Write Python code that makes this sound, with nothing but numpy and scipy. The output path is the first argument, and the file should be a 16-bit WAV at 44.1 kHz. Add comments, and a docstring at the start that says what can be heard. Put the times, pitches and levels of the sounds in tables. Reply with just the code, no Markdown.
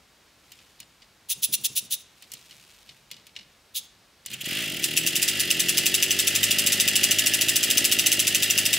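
"""Shoes scuff gravel under a faint outdoor hush while a starter lever clacks; then a two-stroke moped is kicked
over, and each compression hisses out at the cylinder head. On the second kick it spins up and idles, firing
about every fourth turn with a sharp double spit over putter and clatter. One crank times the engine's pulses
and noise bursts; minimum-phase filters give each source its spectrum, and the yard and a barn wall answer."""
import sys
import numpy as np
from scipy import signal
from scipy.fft import rfft, irfft
from scipy.io import wavfile
from scipy.ndimage import uniform_filter1d

SR = 44100
rng = np.random.default_rng(int(sys.argv[2]) if len(sys.argv) > 2 else 0)


def waveform_to_disk(signal):
    """Save audio, clipped to [-1, 1], as 16-bit WAV at the path in sys.argv[1]."""
    frames = np.transpose(np.atleast_2d(signal))
    scaled = np.clip(frames, -1, 1) * 32767
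    samples = np.round(scaled).astype(np.int16)
    wavfile.write(sys.argv[1], SR, samples)


N = 387198
TIME = np.arange(N) / SR

# Shoes scuffing the gravel: (middle time [s], relative level [dB], length [s])
SCUFFS = [(0.607, -59, 0.49), (2.555, -54, 1.08)]
# Spectra of gravel and outdoor hush: (frequency [Hz], relative density [dB])
GRAVEL_SPECTRUM = [(590, -47), (1000, -11), (2680, 6), (8750, -2), (16000, -9)]
HUSH_SPECTRUM = [(26, -34), (45, -6), (432, -13.5), (4240, -16.5), (16000, -31)]

# Knocks of the starter lever and its ratchet: (time [s], relative level [dB], treble against it [dB])
LEVER_KNOCKS = [(0.5188, -35.5, -8), (0.589, -40, -28), (0.8016, -32, -7.5), (1.0197, -38.5, -31),
                (2.223, -34, -11), (2.318, -34.5, -1.5), (2.336, -31, -2), (2.5092, -34, -19),
                (2.8913, -33, -32), (3.1134, -27, -11), (3.165, -37.5, -22), (3.2675, -37.5, -9.5),
                (3.3628, -26, -29), (3.41, -39, -28), (4.2608, -25.5, -6), (4.302, -34, -9),
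                (4.314, -29, -11), (4.334, -29, -13), (4.41, -31, -23), (4.443, -25, -21)]
# Kick-starter gear, driven by the foot: (time [s], level [dB])
GEAR_LEVEL = [(4.279, -70), (4.31, -41), (4.38, -47), (4.45, -47), (4.53, -31), (4.62, -33.5), (4.78, -60)]
# Spectra of lever and gear: (frequency [Hz], relative density [dB])
LEVER_SPECTRUM = [(290, -50), (500, -4.5), (974, -24.5), (2200, 6.5), (4400, 8.5), (10200, -14.5),
                  (14900, -48)]
GEAR_SPECTRUM = [(410, -40), (958, -39), (1250, -21.5), (2700, -6.5), (4380, -18), (14600, -29.5)]

# Compression strokes without ignition: (middle time [s], relative level [dB], length [s])
COLD_STROKES = [(1.314, -17.5, 0.062), (1.442, -14, 0.052), (1.542, -14.5, 0.049), (1.655, -14.5, 0.046),
                (1.777, -15, 0.058), (1.931, -18.5, 0.068), (3.772, -22.5, 0.069)]
# Spectrum of their air jet: (frequency [Hz], relative density [dB])
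JET_SPECTRUM = [(700, -66), (1100, -38), (3450, -1), (4600, -4), (6250, -1.5), (10400, -5), (13100, -2.5),
                (14900, -0.5), (16000, 7.5)]

# Crank speed, spun up by the kick, sagging, then picked up by the first firings: (time [s], speed [turns/s])
CRANK_SPEED = [(4.28, 9.26), (4.42, 14.77), (4.493, 42.08), (4.604, 59.15), (4.732, 44.28), (4.827, 30.11),
               (4.914, 39.64), (5.013, 40.36), (5.157, 45.72), (5.281, 51.16), (5.379, 51.69),
               (5.497, 42.75), (5.742, 46.26), (6.053, 48.72), (6.237, 48.65), (6.469, 51.85),
               (6.881, 51.08), (7.458, 54.2), (7.804, 56.82), (8.234, 51.87), (8.78, 52.5)]
# Stumbles, the next charge lighting early or late: (time of the firing before [s], turns until the next [turns])
STUMBLES = [(4.83, 5), (5.15, 3), (5.21, 3), (5.27, 6), (5.39, 5), (6.66, 3), (8.06, 3)]
# Running engine, rising with the kick, then a little as it warms:
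# (time [s], relative exhaust level [dB], relative clatter level [dB])
RUNNING_LEVELS = [(4.41, -53, -52), (4.46, -40.5, -41), (4.56, -43.5, -38.5), (4.76, -42, -42),
                  (5.3, -43, -37), (6.72, -40, -34.5), (8.4, -41, -36)]
# Exhaust beat, one entry per turn since the last firing, from 0: (level [dB])
BEAT_LEVELS = [0.67, 12.7, 13.9, 16]
# Spectra of exhaust pipe and silencer's sheet-metal shell: (frequency [Hz], relative density [dB])
PIPE_SPECTRUM = [(30, -22), (66, -11), (100, -1), (160, 2), (330, 5), (430, -5), (650, -17), (900, -17),
                 (1500, -67.5)]
SHELL_SPECTRUM = [(150, -32), (400, -2), (510, -9), (600, 2), (800, -13), (1200, -37.5)]
# Resonances of pipe and shell: (frequency [Hz], width [Hz], rise above the spectrum [dB])
PIPE_MODES = [(100.7, 10, 8.7), (179, 8.7, 5.9), (387.6, 16, 10.5)]
SHELL_MODES = [(448.6, 18, 22.7), (566.2, 31, 18.6), (632.4, 26, 14.4)]

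# Engine case spectrum: (frequency [Hz], relative density [dB])
CASE_SPECTRUM = [(300, -24.5), (600, -10), (800, -17), (1020, -28.5), (1350, -11), (1800, -11.5),
                 (2300, -9), (2900, -2.5), (4100, -4.5), (7000, -11.5), (10000, -12), (15500, -24.5)]
# Engine case resonances: (frequency [Hz], width [Hz], rise above the spectrum [dB])
CASE_MODES = [(1712, 38, 10.5), (1810, 59, 11.9), (1990, 165, 12.9), (2755, 450, 9.9), (3325, 87, 6.7),
              (4930, 210, 6.4)]

# Throttle, held open for the start, eased back, then opened a little again towards the end: (time [s], intake
# against exhaust [dB])
THROTTLE = [(4.7, -9), (4.85, -3), (5.1, -4), (5.3, -6), (5.58, -3), (6.3, -8.5), (7.5, -13), (7.85, -11),
            (8.15, -10)]
# Intake box spectrum: (frequency [Hz], relative density [dB])
AIRBOX_SPECTRUM = [(60, -38), (112, -11.5), (160, 5), (215, -14.5), (320, 8), (390, 1), (480, -11.5),
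                   (800, -27.5), (1500, -56)]

# A cold charge lights late: (time [s], delay [s], change of the first spit [dB])
WARMING = [(4.83, .003, -8), (4.97, 0, -3), (6, 0, 0)]
# Spit spectrum: (frequency [Hz], relative density [dB])
SPIT_SPECTRUM = [(600, -32), (1300, -37.5), (2000, -9.5), (2600, 11), (4300, -2), (6500, -3), (9000, 0.5),
                 (11500, 3)]
# Cylinder head resonances: (frequency [Hz], width [Hz], rise above the spectrum [dB])
HEAD_MODES = [(2852, 230, 9.5), (3680, 157, 14), (5000, 450, 13.5), (6025, 610, 18), (7300, 390, 17.5),
              (10420, 100, 16)]

# Reverberation of the yard: (frequency [Hz], time to fall 60 dB [s])
YARD_T60 = [(1000, 0.94), (3000, 0.43), (8000, 0.35), (15000, 0.073)]
# The microphone pair: (frequency [Hz], side against mid [dB])
STEREO_WIDTH = [(100, -28), (400, -17), (650, -3), (1000, -18), (3000, -14), (5000, -9), (10000, -10),
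                (13000, -5)]


def amp(db):
    """Level law: decibels to amplitude gain."""
    return 10 ** (np.asarray(db) / 20)


def evened(x):
    """Power normalisation: scaled to rms 1."""
    return x / np.sqrt(np.mean(x ** 2) + 1e-20)


def read(points, hz):
    """Interpolation of a table along a log-frequency axis."""
    f, value = np.transpose(points)
    return np.interp(np.log(hz + 1), np.log(f + 1), value)


def level(rows, axis=1):
    """Amplitude envelope from a dB column, at -120 dB before the first row."""
    rows = np.array(rows)
    return amp(np.interp(TIME, rows[:, 0], rows[:, axis], left=-120))


def add(mix, s, sound):
    """Linear superposition: mixes a sound in at time s [s]."""
    part = mix[max(round(s * SR), 0):][:len(sound)]
    part += sound[:len(part)]


def colour(x, spectrum, modes=(), size=8192):
    """Minimum-phase filter of unit energy: a broad spectrum with resonances on top."""
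    hz = abs(np.fft.fftfreq(size, 1 / SR))
    db = read(spectrum, hz)
    for f, width, rise in modes:
        db = db + rise / (1 + (2 * (hz - f) / width) ** 2)
    # the Hilbert transform of log magnitude gives the phase of a causal response
    response = np.exp(np.conj(signal.hilbert(np.log(amp(db)))))
    ring = np.fft.ifft(response).real[:size // 2]
    return signal.oaconvolve(x, ring / np.linalg.norm(ring))[:N]


def burst(rise, decay):
    """Transient noise that swells over rise [s] and decays exponentially with time constant decay [s]."""
    t = np.arange(SR // 8) / SR
    envelope = np.minimum(t / rise, 1) * np.exp(-np.maximum(t - rise, 0) / decay)
    return rng.standard_normal(len(t)) * envelope


def grains(per_s, spread_db):
    """Random impulse train: sparse clicks, most small and a few large."""
    size = amp(spread_db * np.minimum(rng.exponential(1, N), 4))
    return evened(size * rng.choice([-1, 1], N) * (rng.random(N) < per_s / SR))


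def outdoors(hush_db=-59.5, gravel_db=-2):
    """Granular friction: stones click at random under each swelling scuff, over steady broadband hush."""
    hush = amp(hush_db) * colour(rng.standard_normal(N), HUSH_SPECTRUM)
    weight = np.zeros(N)
    for s, db, length in SCUFFS:
        weight += amp(db) * np.cos(np.pi * np.clip((TIME - s) / length, -.5, .5))
    return hush + amp(gravel_db) * colour(grains(700, 2.6) * weight, GRAVEL_SPECTRUM)


def starter(knock_db=-8, tick_db=4, thud_db=-33, push_db=-47, bounce_db=-8, slack_db=-12,
            slack_s=0.0095, decay_s=0.0081):
    """Impact excitation: the lever takes up slack, knocks, bounces and shakes the frame; its driven gear rasps."""
    knocks, ticks, thuds = np.zeros((3, N))
    bounce_times = rng.uniform(1, 4, (len(LEVER_KNOCKS), 2))  # in decay times
    for (s, db, treble), bounces in zip(LEVER_KNOCKS, bounce_times):
        knock_level = db + knock_db
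        add(knocks, s, amp(knock_level) * burst(0.00045, decay_s))
        add(knocks, s - slack_s, amp(knock_level + slack_db) * burst(0.001, decay_s / 2))
        for later in bounces:
            add(knocks, s + later * decay_s, amp(knock_level + bounce_db) * burst(0.0019, decay_s / 2))
        add(ticks, s, amp(db + treble + tick_db) * burst(0.00041, decay_s / 2))
        add(thuds, s, amp(db + thud_db) * burst(0.005, 0.11))
    # the foot's weight comes down on the stand
    add(thuds, GEAR_LEVEL[0][0], amp(push_db) * burst(0.053, 0.061))
    lever = colour(knocks, LEVER_SPECTRUM, [(2925, 120, 7.5)])
    treble_ring = colour(ticks, [(3000, -16.0), (7000, 4.5), (11000, -2), (16000, -1.5)])
    frame = colour(thuds, [(40, -31), (130, 7.5), (300, -3), (800, -19.5), (2000, -58)])
    gear = colour(grains(900, 2.2) * level(GEAR_LEVEL), GEAR_SPECTRUM)
    return lever + treble_ring + frame + gear


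def compression(tops, running_db=-29.5, running_turn=0.78, flutter=0.21, rise_per_db=0.01, smooth=60):
    """Jet noise: air squeezed past the head swells and fades with each stroke, fluttering on the cold ones."""
    strokes, swell = np.zeros((2, N))
    jet = [(2780, 510, 5.4), (3780, 760, 5.7), (6150, 470, 4.3), (10510, 500, 14.6)]
    for s, db, length in COLD_STROKES:
        count = int(length * SR)
        air = np.hanning(count) * rng.standard_normal(count)
        air *= 1 + flutter * evened(uniform_filter1d(rng.standard_normal(SR), smooth))[:count]
        # a slow push builds less pressure, so its jet is duller
        dull = np.interp(db, [-25, -21], [.85, 0])
        # resonances sit higher the weaker the stroke is against the first
        shift = 1 + rise_per_db * (COLD_STROKES[0][1] - db)
        modes = [(f * shift, width, rise) for f, width, rise in jet] + [(3540, 2000, 12 * dull)]
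        add(strokes, s - length / 2, amp(db) * colour(air, JET_SPECTRUM, modes))
    # on the turning crank each swell is a share of a turn, at most 28 ms, centred 2 ms before top
    for s, length in zip(tops, np.minimum(running_turn * np.gradient(tops), .028)):
        add(swell, s - .002 - length / 2, np.hanning(int(length * SR)))
    leak = [(1200, -32), (2300, 3), (3100, 11), (4300, -9.5), (7000, -1.5), (10000, -6.5), (15500, -3.5)]
    running = colour(swell * rng.standard_normal(N), leak, [(10300, 290, 4.3)])
    return strokes + amp(running_db) * running


def exhaust(tops, since, port_turn=0.377, uneven_db=1.8, gain_db=-3.0, shell_db=-13,
            coast_db=-33.5, coast_delay=0.041):
    """Pulsed flow: the port opens once a turn, driving the pipe's resonances and ringing the silencer shell."""
    pulses, rush, sighs = np.zeros((3, N))
    # while the crank coasts, unburnt charge leaves with a soft thud; the last two strokes give none
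    for s, db, _ in COLD_STROKES[:-2]:
        add(sighs, s + coast_delay, amp(db + coast_db) * burst(.004, .04))
    opens = tops[:-1] + port_turn * np.diff(tops)
    beat_db = np.take(BEAT_LEVELS, since[:-1], mode="clip")
    heights = amp(beat_db + uneven_db * rng.standard_normal(len(opens)))
    for s, height in zip(opens, heights):
        add(pulses, s, height * np.ones(1))
        add(rush, s, height * burst(0.0035, 0.014))
    # clean pulses of cold air at first, more turbulence once the engine burns steadily
    turbulence = np.interp(TIME, [5, 6.8], [.01, .1])  # share of power
    flow = np.sqrt(1 - turbulence) * evened(pulses) + np.sqrt(turbulence) * evened(rush)
    flow *= level(RUNNING_LEVELS)
    # the cold pipe answers broadly; its narrow resonances come in with the hot gas
    warm = np.clip((TIME - 5.1) / .3, 0, 1)
    hot_gas = colour(flow * warm, PIPE_SPECTRUM, PIPE_MODES)
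    cold_gas = colour(flow * (1 - warm), PIPE_SPECTRUM, [(153, 30, 5.4)])
    shell = colour(flow, SHELL_SPECTRUM, SHELL_MODES)
    coasting = colour(sighs, [(60, -23), (140, 0), (380, -13), (900, -27.5)])
    return amp(gain_db) * (hot_gas + cold_gas) + amp(shell_db) * shell + coasting


def crank(surge=.05, first_firing_s=4.831, turns_per_firing=4):
    """Phase integration of speed: times of top dead centre [s], and turns since firing (0 where a charge lights)."""
    turns = np.cumsum(np.interp(TIME, *np.transpose(CRANK_SPEED), left=0)) / SR
    fired = np.interp(first_firing_s, TIME, turns)
    tops = list(np.arange(fired % 1, fired - .5))
    since = [2] * len(tops)  # turns before the first firing beat like the second after one
    while fired < turns[-1]:
        s = np.interp(fired, turns, TIME)
        # at idle the cylinder needs four turns to clear before a charge lights again
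        count = next((gap for at, gap in STUMBLES if abs(at - s) < .025), turns_per_firing)
        part = np.arange(count) / count
        tops += list(fired + count * (part - surge * part * (1 - part)))  # quick after the bang, then slowing
        since += range(count)
        fired += count
    return np.interp(tops, turns, TIME), np.array(since)


def clatter(tops, slap_decay=0.012, uneven_db=1.5, rattle_db=2, whirr_db=0.5):
    """Structure-borne sound: piston slap each turn, loose gear teeth and a steady whirr ring the engine case."""
    slaps = np.zeros(N)
    for s, chance in zip(tops, rng.standard_normal(len(tops))):
        add(slaps, s - .002, amp(uneven_db * chance) * burst(0.00054, slap_decay))
    rattle = amp(rattle_db) * grains(900, 0.67)
    whirr = amp(whirr_db) * rng.standard_normal(N)
    drive = evened(slaps) + rattle + whirr
    return colour(drive * level(RUNNING_LEVELS, axis=2), CASE_SPECTRUM, CASE_MODES)


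def intake(tops, port_turn=0.8654):
    """Periodic suction: the carburettor gulps once a turn, hardest while the throttle is open for the start."""
    gulps = np.zeros(N)
    for s in tops[:-1] + port_turn * np.diff(tops):
        add(gulps, s, np.ones(1))
    return colour(evened(gulps) * level(THROTTLE) * level(RUNNING_LEVELS), AIRBOX_SPECTRUM)


def spits(firings, first_db=-11.5, second_db=-11.2, tail_db=-18, crackle=.25, wander=.018, count=4):
    """Pressure release: each firing spits at ignition and at peak pressure, then a crackling hiss trails off."""
    cracks, hiss = np.zeros((count, N)), np.zeros(N)
    times, delays, first_changes = np.transpose(WARMING)
    chances = rng.standard_normal((len(firings), 3))
    gaps = rng.integers(0, count, len(firings))
    for s, (a, b, c), gap in zip(firings, chances, gaps):
        lit = s + np.interp(s, times, delays)
        pressure_peak = lit + .0058 + .0006 * c
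        first_level = first_db + np.interp(s, times, first_changes) + .8 * a
        add(cracks[gap], lit - .0004, amp(first_level) * burst(.0014, .0022))
        add(cracks[gap], pressure_peak, amp(second_db + .8 * b) * burst(.0012, .0028))
        add(hiss, pressure_peak, amp(tail_db + 1.3 * b) * burst(.0045, .0135))
    flicker = evened(uniform_filter1d(rng.standard_normal(N), 25))
    hiss *= np.exp(crackle * flicker - crackle ** 2)
    # the gap it escapes through opens a little differently each time, shifting the spits' resonances
    head = np.zeros(N)
    for crack, shift in zip(cracks, 1 + wander * np.linspace(-1, 1, count)):
        head += colour(crack, SPIT_SPECTRUM, [(f * shift, width, rise) for f, width, rise in HEAD_MODES])
    bright = [(1000, -23.0), (2500, -3.5), (5000, -3.5), (8500, -2), (11500, -7.0)]
    return head + colour(hiss, bright, [(7850, 210, 7), (10350, 210, 9.9)])


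def yard(x, wet_db=-16.5, wall_db=-29, wall_delay=.075):
    """Reverberation: diffuse scatter from ground and bushes, and one late reflection off the barn wall."""
    taps = rng.standard_normal(SR // 2) * (rng.random(SR // 2) < 3000 / SR)
    hz, t, z = signal.stft(taps, SR, nperseg=256)
    decay = amp(-60 * t / read(YARD_T60, hz)[:, None])
    onset = np.minimum(t / 0.034, 1)
    tail = signal.istft(z * decay * onset, SR, nperseg=256)[1]
    tail *= amp(wet_db) / np.linalg.norm(tail)
    add(tail, wall_delay, amp(wall_db) * np.ones(1))
    return signal.oaconvolve(x, tail)[:N]


def spread(x):
    """Decorrelation: close reflections reach the two microphone ports differently, mostly in the treble."""
    scatter = burst(.0002, .009)
    side = signal.oaconvolve(x, scatter / np.linalg.norm(scatter))[:N]
    width = amp(read(STEREO_WIDTH, np.fft.rfftfreq(N, 1 / SR)))
    side = irfft(rfft(side) * width, N)
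    return np.array([x + side, x - side])


def scene():
    """Superposition: one crank drives the running engine; parts arrive by their own paths and the yard answers."""
    tops, since = crank()
    breath = exhaust(tops, since) + intake(tops)
    head = compression(tops) + starter()
    parts = [breath, clatter(tops), spits(tops[since == 0]), head]
    surroundings = yard(sum(parts)) + outdoors()
    return sum(spread(sound) for sound in [*parts, surroundings])


def record(dry, edge_hz=15750):
    """Band limiting: a linear-phase low-pass filter ends the treble at edge_hz."""
    lowpass = signal.firwin(511, edge_hz, window=("kaiser", 9), fs=SR)
    return signal.oaconvolve(dry, lowpass[None], "same")


dry = scene()
out = record(dry)
waveform_to_disk(out)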